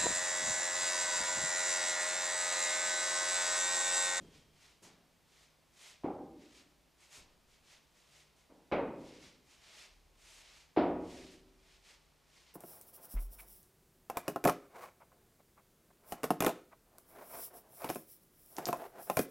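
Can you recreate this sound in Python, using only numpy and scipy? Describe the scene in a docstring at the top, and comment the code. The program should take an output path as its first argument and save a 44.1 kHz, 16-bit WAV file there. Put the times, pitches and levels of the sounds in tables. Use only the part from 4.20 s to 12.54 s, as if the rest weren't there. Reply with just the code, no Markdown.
"""A metal walking stick knocks on the covered floor of a bare, ringing classroom as a man walks slowly.
Each knock is noise shaped by tip, floor and tube, heard through an echo, plus ringing standing waves.
Soft footfalls are shaped echoes too; trousers and soles swish as noise that swells with each stroke.
Behind them lie noise for room air and microphone hiss, a wavering hum, a faint dying ring made of tones,
and a low rumble, a tone with its octave, that swells late."""
import sys
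import numpy as np
from scipy import signal
from scipy.fft import rfft, irfft, next_fast_len
from scipy.io import wavfile
from scipy.ndimage import uniform_filter1d, map_coordinates

SR = 44100
rng = np.random.default_rng(int(sys.argv[2]) if len(sys.argv) > 2 else 0)


def int16_out(signal):
    """Quantize to a 16-bit WAV file."""
    q = np.round(np.clip(np.atleast_2d(signal).T, -1, 1) * 32767)
    wavfile.write(sys.argv[1], SR, q.astype(np.int16))


N = 367794

# Knocks of the stick; all levels are trimmed further by the functions below:
# (time [s], knock level [dB], then relative to it: thump [dB], clack [dB], tube [dB], standing waves [dB],
#  tip hardness [Hz], delay until the weight lands [s], direct share of the thump [dB],
#  low floor resonance [Hz], its lift [dB], high floor resonance [Hz], its lift [dB])
STICK_KNOCKS = [(1.836, -35, -1.5, -20.5, -23, -11, 1480, 0.0071, -1, 296, 6, 778, 7.8),
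                (4.292, -60, -5, -14, -18, -2, 1300, 0.00504, -8, 256, 14, 880, 2.6),
                (4.515, -26.5, -8.5, -14.5, -10, -15.5, 2800, .007, -6, 258, 4.6, 566, 4.9),
                (6.564, -24.5, -2.5, -15.5, -33.5, -5, 4860, 0.0086, -3, 333, 13, 703, 9.8)]


def stick():
    """The tip lands; a moment later the weight comes down, the floor thumps and the shaft rattles."""
    out = np.zeros((2, N))
    for (s, db, thump_db, clack_db, tube_db, waves_db, hard_hz, lag, direct_db,
         low_hz, low_db, high_hz, high_db) in STICK_KNOCKS:
        tip = room(direct_db=-20, early_db=-10, early_s=0.034, rise_s=0.0068)
        add(out, amp(db - 8) * floor_knock(tip, high_hz, high_db), s)
        add(out, amp(db + clack_db - 6) * hard_clack(tip, hard_hz), s)

        weight_s = s + lag
        weight = room(direct_db, early_db=-19.5, early_s=0.011, rise_s=0.0034)
        add(out, amp(db + thump_db - 3.5) * floor_thump(weight, low_hz, low_db), weight_s)
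        shaft = room(direct_db=-4, early_db=7.5, early_s=0.025, rise_s=0.002)
        add(out, amp(db + tube_db - 11) * struck(shaft, tube), weight_s)
        add(out[:1], amp(db + waves_db) * standing_waves()[None], weight_s)
    return out


# Knocking part of the floor's sound: (frequency [Hz], level [dB per Hz])
KNOCK_TONE = [(250, -20.5), (400, -3.5), (490, 2.5), (600, -1), (690, -3.5), (830, -3), (980, -8.5),
              (1100, -13), (1300, -23), (1700, -39), (4000, -78.5)]


def floor_knock(echo, resonance_hz, lift_db):
    """The floor answers the tip, lifted at a resonance of that spot."""
    return struck(echo, lambda hz: causal(KNOCK_TONE, hz) * bump(hz, resonance_hz, width_hz=60, db=lift_db))


# Hard contact of the tip: (frequency [Hz], level [dB per Hz])
CLACK_TONE = [(700, -31), (1150, 3), (1420, 6), (1650, 2), (2200, 1.5), (3000, -3.5), (3800, -6.5),
              (5000, -11), (7000, -31.5), (14000, -47.5)]


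def hard_clack(echo, hard_hz):
    """A soft landing lasts longer and so loses its treble, above the hardness frequency."""
    return struck(echo, lambda hz: causal(CLACK_TONE, hz) / (1 + 1j * hz / hard_hz) ** 2)


# Dull part of the floor's sound: (frequency [Hz], level [dB per Hz])
THUMP_TONE = [(30, -28.5), (62, -8.5), (82, -10), (102, -9.5), (140, -6), (200, -4), (300, 3), (400, -0.5),
              (520, -14), (900, -74)]


def floor_thump(echo, resonance_hz, lift_db):
    """The weight pushes the floor, which sounds dully, lifted at a low resonance of that spot."""
    return struck(echo, lambda hz: causal(THUMP_TONE, hz) * bump(hz, resonance_hz, width_hz=130, db=lift_db))


# Bending resonances of the metal tube: (frequency [Hz], width [Hz], level [dB])
TUBE_MODES = [(2020, 120, 0.5), (2076, 64, 6), (2260, 230, 2), (2550, 32, 5.5), (2760, 56, -5),
              (3370, 120, -7), (3790, 110, -8.5)]
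# How strongly the blow drives the tube: (frequency [Hz], level [dB])
TUBE_DRIVE = [(500, -14.5), (1200, 2), (4000, -5.5), (6000, -8.5), (9000, -29.5), (15000, -51)]


def tube(hz):
    """The shaft bends at its resonances; the padded tip hardly reaches the highest ones."""
    modes = 0
    for k, (centre, width, db) in enumerate(TUBE_MODES):
        sign = (-1) ** k  # neighbouring resonances move in opposite directions
        modes = modes + sign * amp(db) * resonance(hz, centre, width)
    return modes * causal(TUBE_DRIVE, hz)


# Standing waves between the walls: (frequency [Hz], level [dB], time to fall 60 dB [s])
WALL_WAVES = [(62.8, -23.5, 2.1), (75, -28.5, 1.9), (100, -24, 1.3), (180.1, -8, 1.0), (257.5, -5, 1),
              (306, -9.5, 1.1), (382, -11.5, 1.62), (457, -7, 0.79), (554, -12.5, 0.89), (599, -10.5, 0.96),
              (674, -14, 0.62), (958, -12.5, 0.85)]


def standing_waves():
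    """The weight on the floor sets tones between the walls ringing, a little differently each time."""
    t = np.arange(2 * SR) / SR
    waves = np.zeros(len(t))
    for hz, db, t60 in WALL_WAVES:
        fading = amp(db + rng.normal(0, 1) - 60 * t / t60)
        waves += fading * np.sin(2 * np.pi * (hz * t + rng.random()))
    return waves * (1 - np.exp(-t / 0.0099))  # builds up over about 10 ms


# Soft footfalls, levels trimmed further in footfalls():
# (time [s], pat level [dB], then relative to it: boom [dB], scuff [dB])
FOOTFALLS = [(0.002, -54.5, -12, -26), (0.621, -62, -29, -3.5), (2.974, -67, 3, -4.5)]
# Tone of the pat, the floor's boom and the scuff: (frequency [Hz], level [dB])
PAT_TONE = [(60, -26), (90, -7), (125, -8), (175, 0), (215, -5), (260, -4.5), (420, -7.5),
            (700, -20.5), (2000, -37), (6000, -54)]
BOOM_TONE = [(22, -2.5), (45, -3), (65, -1.5), (100, -12), (200, -37), (600, -67)]
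SCUFF_TONE = [(300, -3.5), (800, 3.5), (3000, -8), (7000, -4), (11000, -15), (15000, -25)]


def footfalls():
    """Soft soles give a dull pat, a low boom of the floor and a short scuff."""
    out = np.zeros((2, N))
    for s, db, boom_db, scuff_db in FOOTFALLS:
        echo = room(direct_db=-14, early_db=-18, early_s=0.023, rise_s=0.0024)
        pat = struck(echo, lambda hz: causal(PAT_TONE, hz))
        boom = struck(echo, lambda hz: causal(BOOM_TONE, hz))
        add(out, amp(db - 4) * pat, s)
        add(out, amp(db + boom_db - 3.5) * boom, s)

        slide = room(direct_db=-80, early_db=-20, early_s=0.02, rise_s=0.02)  # almost no direct sound
        scuff = struck(slide, lambda hz: causal(SCUFF_TONE, hz))
        add(out, amp(db + scuff_db + 1) * scuff, s)
    return out


# Strokes of cloth and soles, levels before the fine wobble:
# (time of fastest rubbing [s], rise [s], swish level [dB], crisp top relative to it [dB])
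STROKES = [(0.072, 0.076, -73, -7), (0.156, 0.026, -65.5, -8.0), (0.474, 0.075, -66.5, -7),
           (0.639, 0.0075, -62, -2), (1.218, 0.084, -67.5, -5.5), (1.677, 0.071, -58.5, -3.5),
           (2.26, 0.048, -67.5, -10.0), (2.374, 0.047, -64.5, -6), (2.83, 0.027, -67.0, -3.5),
           (2.951, 0.03, -58.5, -2), (3.326, 0.032, -71, -6), (3.52, 0.044, -63, -6),
           (3.796, 0.051, -72.5, -4.5), (3.99, 0.084, -67, -5.0), (4.185, 0.017, -73.5, -3.5),
           (4.87, 0.061, -67, -7), (4.945, 0.045, -63.5, -14), (5.045, 0.036, -61.0, -9.0),
           (5.32, 0.039, -68.0, -4.5), (5.507, 0.08, -62.5, -10), (5.61, 0.056, -58, -7),
           (6.087, 0.059, -62.5, -3.5), (6.174, 0.056, -63.5, -1.5), (6.295, 0.102, -64.0, -9.0),
           (6.394, 0.073, -65, -7), (6.91, 0.059, -64, -6.5), (6.985, 0.067, -60.5, -7.5),
           (7.055, 0.051, -63, -8), (7.119, 0.013, -65.5, -4.5), (7.539, 0.086, -69, -9.5),
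           (7.697, 0.04, -62.5, -7.5), (8.199, 0.075, -68, -6.5), (8.283, 0.017, -67.5, -15)]
# Tone of the rubbing cloth: (frequency [Hz], level [dB per Hz])
CLOTH_TONE = [(210, -40.5), (350, -3.5), (546, -7.5), (591, -1.5), (714, -4), (935, -2.5), (1580, -3),
              (2130, 2.5), (3830, 0.5), (5430, -1), (9020, -14), (13800, -62), (15500, -43.5)]
# Tone of the crisp top: (frequency [Hz], level [dB per Hz])
CRISP_TONE = [(3000, -26.5), (6500, 7), (9000, 2), (12000, -6), (15500, -19.5)]
SWISH_FALL_S = 0.042  # every stroke stops this quickly
SWISH_ECHO_DB, SWISH_T60_S = -3, 0.55  # the room holds each swish; T60 is the time to fall 60 dB
RUSTLE_DB = -80.5  # steady cloth rustle under the strokes


def swishes():
    """Cloth and soles rub: each stroke speeds up and stops, a broad swish with a crisp top."""
    t = np.arange(N) / SR
    swish_power, crisp_power = np.zeros((2, N))
    for s, rise_s, db, top_db in STROKES:
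        near = slice(max(round(s * SR) - SR // 2, 0), round(s * SR) + SR // 4)
        u = t[near] - s
        stroke = np.exp(-(u / np.where(u < 0, rise_s, SWISH_FALL_S)) ** 2)
        swish_power[near] += amp(db) ** 2 * stroke
        crisp_power[near] += amp(db + top_db) ** 2 * stroke

    keep = amp(-60 / (SWISH_T60_S * SR)) ** 2  # share of the echo's power left after one sample
    echo_power = amp(SWISH_ECHO_DB) ** 2 * signal.lfilter([1 - keep], [1, -keep], swish_power)
    body = noise(CLOTH_TONE) * np.sqrt(swish_power + echo_power + amp(RUSTLE_DB) ** 2)
    crisp = noise(CRISP_TONE) * np.sqrt(crisp_power)
    catch_db = 0.76 * wobble(120) + 0.51 * wobble(25)  # fibres catch and slip
    return (body + crisp) * amp(catch_db)


# Surges of the low rumble: (time [s], level [dB] that the fade starts from)
RUMBLE_SURGES = [(5.64, -63), (6.58, -64), (7.14, -65.5)]
RUMBLE_HZ, OCTAVE_DB = 37.2, -10  # pitch, and level of the octave relative to it
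SURGE_RISE_S, SURGE_FADE_DB_PER_S = 0.09, 15


def rumble():
    """A low tone with its octave surges up quickly and dies away slowly; its pitch wavers a little."""
    t = np.arange(N) / SR
    power = np.zeros(N)
    for s, db in RUMBLE_SURGES:
        age = np.maximum(t - s, 0)
        rise = np.minimum(age / SURGE_RISE_S, 1)
        power += (amp(db - SURGE_FADE_DB_PER_S * age) * rise) ** 2
    turn = 2 * np.pi * RUMBLE_HZ * t + 1.1 * wobble(2)
    return np.sqrt(power) * (np.sin(turn) + amp(OCTAVE_DB) * np.sin(2 * turn))


# Steady hum, levels trimmed in hum(): (frequency [Hz], level [dB])
HUM_TONES = [(59.2, -82.5), (150.7, -81)]


def hum():
    """Low tones waver slowly in level and pitch."""
    t = np.arange(N) / SR
    out = np.zeros(N)
    for hz, db in HUM_TONES:
        level = amp(db - 0.5 + 2.5 * wobble(4.3))
        out += level * np.sin(2 * np.pi * hz * t + 1.2 * wobble(8.7))
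    return out


# Faint high ring, levels trimmed in dying_ring(): (frequency [Hz], level [dB])
RING_TONES = [(3214, -82), (3628, -97)]


def dying_ring():
    """High tones with a trembling pitch fade from the start, by 60 dB in 4 s."""
    t = np.arange(N) / SR
    out = np.zeros(N)
    for hz, db in RING_TONES:
        out += amp(db + 5 - 60 * t / 4) * np.sin(2 * np.pi * hz * t + 0.9 * wobble(25))
    return out


# Room air falling into microphone hiss: (frequency [Hz], level [dB per Hz])
AIR_TONE = [(12, -28), (22, -10), (56, 1.5), (85, -7.5), (150, -8), (250, -9.5), (400, -10.5), (600, -11),
            (1000, -13.5), (1600, -17.5), (4000, -21), (8000, -23.5), (12000, -26.5), (15500, -30)]
AIR_DB = -72


def background():
    """Steady noise of room air and hiss, with the low rumble, hum and dying ring in the middle."""
    out = amp(AIR_DB) * noise(AIR_TONE)
    out[0] += rumble() + hum() + dying_ring()
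    return out


# The room's ring: (frequency [Hz], time to fall 60 dB [s])
ROOM_RING = [(60, 1.93), (150, 1.3), (300, 0.99), (500, 0.9), (800, 0.74), (1400, 0.67), (2500, 0.64),
             (5000, 0.34), (12000, 0.1)]


def room(direct_db, early_db, early_s, rise_s):
    """Mid and side echo of one blow: direct sound, a cluster off the near walls, then the diffuse ring."""
    t = np.arange(SR + SR // 2) / SR
    hz, frames, z = signal.stft(rng.standard_normal((2, len(t))), SR, nperseg=512)
    fade = amp(-60 * frames / along(ROOM_RING, hz)[:, None])
    echo = signal.istft(z * fade, SR, nperseg=512)[1][:, :len(t)]
    build_up = 1 - np.exp(-t / rise_s)
    near_walls = 1 + amp(early_db) * np.exp(-t / early_s)
    echo *= build_up * near_walls
    # even out the random echo's broad spectrum so that each blow keeps its own tone;
    # fine peaks and dips remain
    spectrum = rfft(echo)
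    smooth_power = np.abs(uniform_filter1d(np.abs(spectrum) ** 2, size=120))
    spectrum /= np.sqrt(smooth_power + 1e-12)
    echo = irfft(spectrum) * (t < 1.2)
    echo[0, 0] += amp(direct_db)
    return echo


def struck(echo, response):
    """A body's response heard through the room, its mid at rms 1 over the first tenth of a second."""
    sound = filtered(echo, response)
    return sound / np.sqrt(np.mean(sound[0, :SR // 10] ** 2))


def resonance(hz, centre_hz, width_hz):
    """Response of one springy body: 1 at its centre, less on both sides."""
    damping = 1j * hz * width_hz
    return damping / (centre_hz ** 2 - hz * hz + damping)


def bump(hz, centre_hz, width_hz, db):
    """A resonance that lifts the response by db at its centre."""
    return 1 + (amp(db) - 1) * resonance(hz, centre_hz, width_hz)


def amp(db):
    """Decibels to gain."""
    return 10 ** (np.asarray(db) / 20)


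def unit(x):
    """Scale to rms 1."""
    return x / np.sqrt(np.mean(x ** 2) + 1e-20)


def along(points, hz):
    """Read (Hz, value) points on a log frequency axis."""
    f, v = np.transpose(points)
    return np.interp(np.log(hz + 1), np.log(f + 1), v)


def wobble(rate):
    """A smooth random curve shaped by rate random values a second."""
    knots = rng.standard_normal(int(N * rate / SR) + 4)
    coarse = np.arange(0, N + 64, 64)  # worked out at every 64th sample
    curve = map_coordinates(knots, [coarse * rate / SR])
    return np.interp(np.arange(N), coarse, curve)


def filtered(x, response):
    """Multiply the spectrum of x by a response of frequency."""
    n = x.shape[-1]
    m = next_fast_len(n + SR // 2)
    return irfft(rfft(x, m) * response(np.fft.rfftfreq(m, 1 / SR)), m)[..., :n]


def causal(points, hz):
    """Response with the gain of (Hz, dB) points that reacts as early as it can (minimum phase)."""
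    cepstrum = irfft(np.log(amp(along(points, hz))))
    half = len(cepstrum) // 2
    cepstrum[1:half] *= 2
    cepstrum[half + 1:] = 0
    return np.exp(rfft(cepstrum))


def noise(points):
    """Mid and side noise of rms 1 with the given (Hz, dB) spectrum."""
    return unit(filtered(rng.standard_normal((2, N)), lambda hz: amp(along(points, hz))))


def add(track, sound, s):
    """Mix a sound into a track at time s."""
    part = track[:, max(round(s * SR), 0):][:, :sound.shape[1]]
    part += sound[:, :part.shape[1]]


def stereo(pair, width):
    """Left and right from mid and side, with the side turned down by (Hz, dB) points."""
    side = filtered(pair[1], lambda hz: amp(along(width, hz)))
    return np.array([pair[0] + side, pair[0] - side])


# Stereo width of knocks and footfalls: (frequency [Hz], side level [dB])
BLOW_WIDTH = [(30, -14), (125, -26), (300, -37.5), (700, -27.5), (1400, -20.5), (4000, -12.5),
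              (12000, -17.5)]
# Stereo width of swishes and background: (frequency [Hz], side level [dB])
NOISE_WIDTH = [(60, -14.5), (110, -4), (200, -3.5), (380, -5.5), (700, -7.5), (1290, -8.5), (2380, -12.5),
               (4400, -15.5), (8120, -15.5), (15000, -30.5)]


def scene():
    """Two closely spaced microphone capsules hear almost the same sound."""
    blows = stereo(stick() + footfalls(), BLOW_WIDTH)
    return blows + stereo(swishes() + background(), NOISE_WIDTH)


TOP_HZ = 15600  # band limit


def record(dry):
    """Nothing is kept above the band limit."""
    return filtered(dry, lambda hz: hz < TOP_HZ)


dry = scene()
out = record(dry)
int16_out(out)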